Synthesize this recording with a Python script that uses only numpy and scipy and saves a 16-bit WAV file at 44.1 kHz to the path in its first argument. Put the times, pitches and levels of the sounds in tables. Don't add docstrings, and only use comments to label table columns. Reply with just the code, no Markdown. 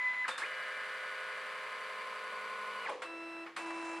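import sys
import numpy as np
from scipy import signal
from scipy.fft import rfft, irfft
from scipy.io import wavfile
from scipy.ndimage import map_coordinates

SR = 44100
rng = np.random.default_rng(int(sys.argv[2]) if len(sys.argv) > 2 else 0)


def store_pcm(level_fs):
    pcm = np.round(np.clip(level_fs, -1, 1) * 32767).astype(np.int16)
    wavfile.write(sys.argv[1], SR, np.atleast_2d(pcm).T)


N = 176400
T = np.arange(N) / SR
STEPS_PER_TURN = 127

# time in seconds, step rate in Hz.
WHINE_STEP_HZ = [(0, 1006), (.243, 1007.5), (.262, 500.5)]
FAST_STEP_HZ = [(.385, 300), (.403, 480), (.46, 1469), (2.85, 1469), (2.885, 500), (2.905, 250)]
# frequency in Hz, relative level in dB.
EARLY_WHIRR_SPECTRUM = [(100, -55), (200, -27.5), (380, -42), (450, -13.5), (540, -7), (760, -13),
                        (1050, -4.5), (1700, 1), (3300, -14), (4650, -20), (5800, -31), (8600, -29.5),
                        (11000, -40), (13500, -56)]
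# start in seconds, level in dB, treble gain in dB, clatter T60 in seconds.
DRIVE_KNOCKS = [(.278, -36.5, 5.5, 0.24), (.284, -38.5, -11, 0.046), (0.29, -43, -16, 0.039),
                (.377, -40, 8, 0.26), (2.891, -52, 11, 0.15), (3.018, -38, -0.5, 0.19),
                (3.462, -43.5, -20, 0.18), (3.562, -39, 4.5, 0.22), (3.703, -43, -6, .08)]
# frequency in Hz, relative level in dB, T60 in seconds.
CASE_RESONANCES = [(514.6, -7, 0.38), (1087, 7, 0.21)]


def from_db(db):
    return 10 ** (np.asarray(db) / 20)


def unit_rms(x):
    return x / np.sqrt(np.mean(x ** 2) + 1e-20)


def curve(rows):
    return np.interp(T, *np.transpose(rows))


def gate(start_s, stop_s, attack_s, release_s):
    return np.clip((T - start_s) / attack_s, 0, 1) * np.exp(-np.maximum(T - stop_s, 0) / release_s)


def drift(corner_hz):
    hz = np.arange(N // 2 + 1) * SR / N
    return unit_rms(irfft(rfft(rng.standard_normal(N)) / (1 + (hz / corner_hz) ** 2), N))


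def coloured(mid_side, spectrum):
    # frequency in Hz, side minus mid in dB.
    stereo_width = [(100, -11.5), (1000, -21.5), (2300, -14), (5000, -9.5), (9000, -6)]
    hz = np.arange(N // 2 + 1) * SR / N + 1
    gain, width = (from_db(np.interp(np.log(hz), np.log(row_hz), row_db))
                   for row_hz, row_db in (np.transpose(spectrum), np.transpose(stereo_width)))
    gain *= np.minimum(hz / spectrum[0][0], 1) ** 2
    mid, side = irfft(rfft(mid_side) * [gain, gain * width], N)
    return unit_rms(np.array([mid + side, mid - side]))


def contacts(samples=N, per_s=5000, spread_db=2.5):
    hits = rng.random((2, samples)) < per_s / SR
    signs = rng.choice([-1, 1], (2, samples))
    strength = from_db(spread_db * np.minimum(rng.exponential(1, (2, samples)), 4))
    return unit_rms(hits * signs * strength)


def tone(cycles, flutter_db=1.5, wobble_rad=0.14):
    level = np.sqrt(2) * from_db(flutter_db * drift(16.5))
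    return level * np.sin(2 * np.pi * (cycles + rng.random()) + wobble_rad * drift(25))


def step_harmonics(steps, harmonics):
    return sum(from_db(db) * tone(round(k) * steps, 1.1, 0.027) for k, db in harmonics)


def once_a_turn(turns, place, width):
    return np.exp(-(((turns - place + .5) % 1 - .5) / width) ** 2)


def room_noise():
    # frequency in Hz, relative level in dB.
    spectrum = [(50, -23), (100, -18), (170, -6.5), (520, -4), (2300, -2.5), (10000, -34), (14000, -45)]
    return from_db(-60) * coloured(rng.standard_normal((2, N)), spectrum)


def paper_hiss():
    # frequency in Hz, relative level in dB.
    spectrum = [(4000, -18), (7300, 10), (9700, -13), (13000, -35)]
    return from_db(-64) * gate(3.83, 3.92, 0.022, 0.022) * coloured(contacts(), spectrum)


def squeak(pitch_hz=3600):
    rubbing = from_db(-44.5) * coloured(contacts(), EARLY_WHIRR_SPECTRUM)
    squeal = from_db(-49.5) * tone(pitch_hz * T + 0.1 * drift(80), flutter_db=5.0, wobble_rad=0.34)
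    return gate(0.297, 0.363, 0.017, 0.018) * (squeal + rubbing)


def judder(echo_decay_s=0.01):
    # start in seconds, end in seconds, level in dB.
    judders = [(0.242, 0.257, -37), (0.399, 0.445, -40.5), (2.856, 2.91, -42)]
    step_hz = np.where(T < DRIVE_KNOCKS[0][0], curve(WHINE_STEP_HZ), curve(FAST_STEP_HZ))
    level = sum(from_db(db) * gate(start_s, end_s, .005, 0.012) for start_s, end_s, db in judders)
    glide = level * np.sin(4 * np.pi * np.cumsum(step_hz) / SR + .5 * drift(130))
    echoes = rng.standard_normal(N) * np.exp(-T / echo_decay_s)
    glide += signal.fftconvolve(glide, echoes / np.linalg.norm(echoes))[:N]
    ring = from_db(-51.5) * gate(2.89, 2.946, 0.02, 0.13) * tone(CASE_RESONANCES[0][0] * T, 3.0)
    return signal.sosfilt(signal.butter(2, 330, "high", fs=SR, output="sos"), glide) + ring


def knocks(rise_s=0.0036, treble_hz=3930):
    # frequency in Hz, relative level in dB.
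    spectrum = [(170, -25), (500, -13), (1200, -1), (2000, -2), (3000, -11.5), (4500, -18), (6000, -26),
                (8500, -22.5), (10500, -30), (14000, -59)]
    noise = coloured(rng.standard_normal((2, N)), spectrum)
    treble = signal.sosfiltfilt(signal.butter(2, treble_hz, "high", fs=SR, output="sos"), noise)
    out = 0
    for start_s, db, treble_db, t60_s in DRIVE_KNOCKS:
        envelope = gate(start_s, start_s + rise_s, rise_s, t60_s / np.log(1000))
        knock = envelope * (noise + (from_db(treble_db) - 1) * treble)
        for hz, mode_db, mode_t60_s in CASE_RESONANCES:
            decay = gate(start_s, start_s, 2 * rise_s, mode_t60_s / np.log(1000))
            knock += from_db(mode_db - 9.5) * decay * np.sin(2 * np.pi * hz * (T - start_s))
        out += from_db(db) * knock
    return out


def slow_moves(step_hz=331.9, build_up_s=0.11):
    multiples = [1, 2, 3, 4, 5, 6, 7, 8, 12, 16, 25, 29]
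    light_levels_db = [-49.5, -57, -57.5, -56, -64, -63, -70, -50.5, -65.5, -73.5, -77.5, -83]
    heavy_levels_db = [-45.5, -56.5, -47.5, -80, -58.5, -62, -59, -50.5, -66, -72, -76, -83]
    # frequency in Hz, relative level in dB.
    light_spectrum = [(100, -29), (180, -13.5), (520, 0), (1800, -1.5), (2800, -12), (9500, -28.5),
                      (14000, -39)]
    heavy_spectrum = [(100, -34), (180, -17), (400, -12), (530, -3), (1080, 0.5), (2400, -7.5), (3600, -18),
                      (9500, -24), (14000, -57)]
    hum = 0
    for k, light_db, heavy_db in zip(multiples, light_levels_db, heavy_levels_db):
        rise_s, fall_s = build_up_s / np.sqrt(k), 0.068 / k
        light = from_db(light_db) * gate(3.022, 3.44, rise_s, fall_s)
        heavy = from_db(heavy_db) * gate(3.565, 3.982, rise_s, fall_s)
        hum += (light + heavy) * tone(k * step_hz * T, flutter_db=0.43, wobble_rad=0.045)
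    light_rattle = from_db(-55) * gate(3.02, 3.47, 0.015, 0.059) * coloured(contacts(), light_spectrum)
    heavy_level = from_db(-47.5 + drift(30)) * gate(3.563, 3.99, 0.014, 0.033)
    return hum + light_rattle + heavy_level * coloured(contacts(), heavy_spectrum)


def first_run():
    # time in seconds, level in dB.
    whine_db = [(0, -35), (.062, -34.5), (.14, -39.5), (.2, -36), (.25, -38.5)]
    # multiple of the step rate, relative level in dB.
    harmonics = [(1, -12), (2, 0.5), (4, -31.5), (7, -39), (10, -40.5)]
    # frequency in Hz, relative level in dB.
    rattle_spectrum = [(100, -35), (280, -21), (1250, -4.5), (2200, -0.5), (2700, -9.5), (4000, -17.5),
                       (6000, -29.5), (11000, -39), (14000, -53)]
    whine = from_db(curve(whine_db)) * step_harmonics(WHINE_STEP_HZ[0][1] * T, harmonics)
    rattle = from_db(-46.5) * coloured(contacts(), rattle_spectrum)
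    return gate(-0.89, 0.249, 1, 0.011) * whine + gate(-1.3, 0.275, 1, 0.025) * rattle


def fast_motor(steps):
    # time in seconds, level in dB.
    fundamental_db = [(.5, -53.5), (1.25, -48), (1.5, -56.5), (2.03, -55.5), (2.25, -50), (2.85, -49)]
    octave_db = [(.55, -55.5), (.95, -61), (2.6, -67.5), (2.8, -55)]
    # multiple of the step rate, level in dB.
    overtones = [(4, -77.5), (6, -78.5), (7, -76), (8, -83.5), (10, -82.5)]
    fundamental = from_db(curve(fundamental_db)) * tone(steps, flutter_db=1.0, wobble_rad=0.13)
    octave = from_db(curve(octave_db)) * tone(2 * steps)
    return fundamental + octave + step_harmonics(steps, overtones)


def gear_tones(turns, progress, mesh_per_turn=90, chirp_per_turn=397):
    cycles_per_turn = [18, 36, 45, 54, 89, 96, 108, 117, 141, 153, 172, 180, 202]
    early_db = [-95, -65, -56.5, -62.5, -61, -72, -55, -65, -48.5, -52, -52, -53.5, -56]
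    late_db = [-68.5, -62.5, -58, -65, -57.5, -56, -55.5, -61, -60, -61, -60.5, -61, -61]
    # time in seconds, level in dB before the throb.
    mesh_db = [(.5, -66), (1.45, -54), (2.05, -48.5), (2.85, -46.5)]
    tight_spots = [(.44, .22), (.71, .035), (.955, .05)]
    gears = sum(from_db(early + (late - early) * progress) * tone(k * turns, k / 90, k / 500)
                for k, early, late in zip(cycles_per_turn, early_db, late_db))
    swells = sum(from_db(drift(9.5)) * once_a_turn(turns, *spot) for spot in tight_spots)
    throb = unit_rms(0.32 + swells)
    chirp = from_db(-63) * once_a_turn(turns, 0.32, 0.15) * tone(chirp_per_turn * turns, wobble_rad=.3)
    mesh = from_db(curve(mesh_db)) * throb * tone(mesh_per_turn * turns, -1.5, 0.56)
    return gears + mesh + chirp


def gear_whirr(turns, progress, repeat_share=0.69):
    # frequency in Hz, relative level in dB.
    late_spectrum = [(100, -40), (200, -35), (370, -26), (450, -4), (560, -6), (760, -13), (1080, 1),
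                     (1400, -9), (2300, -5.5), (3300, -16), (4650, -19.5), (5800, -31.5), (8600, -30),
                     (11000, -40.5), (13500, -60)]
    coast_spectrum = [(250, -22.5), (470, 1), (700, -12), (1010, -2.5), (1400, -15.5), (2870, -22),
                      (10000, -42.5), (14000, -67)]
    one_turn = contacts(samples=3812)
    teeth = np.array([map_coordinates(train, [turns % 1 * len(train)], order=3, mode="grid-wrap")
                      for train in one_turn])
    rattle = np.sqrt(repeat_share) * unit_rms(teeth) + np.sqrt(1 - repeat_share) * contacts()
    early = (1 - progress) * from_db(-40) * coloured(rattle, EARLY_WHIRR_SPECTRUM)
    late = progress * from_db(-42.5) * coloured(rattle, late_spectrum)
    coast = from_db(-42.5) * gate(2.86, 2.923, 0.039, 0.1) * coloured(contacts(), coast_spectrum)
    return gate(0.38, 2.885, 0.047, 0.032) * (early + late) + coast


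def fast_run():
    steps = np.cumsum(curve(FAST_STEP_HZ)) / SR
    turns = steps / STEPS_PER_TURN
    progress = curve([(.6, 0.086), (2.7, 0.98)])
    tones = gear_tones(turns, progress) + fast_motor(steps)
    return gate(0.41, 2.855, 0.036, 0.015) * tones + gear_whirr(turns, progress)


def scene():
    return (room_noise() + first_run() + fast_run() + judder() + slow_moves()
            + knocks() + squeak() + paper_hiss())


def record(dry):
    return signal.sosfilt(signal.ellip(10, .1, 80, 15000, fs=SR, output="sos"), dry)


dry = scene()
out = record(dry)
store_pcm(out)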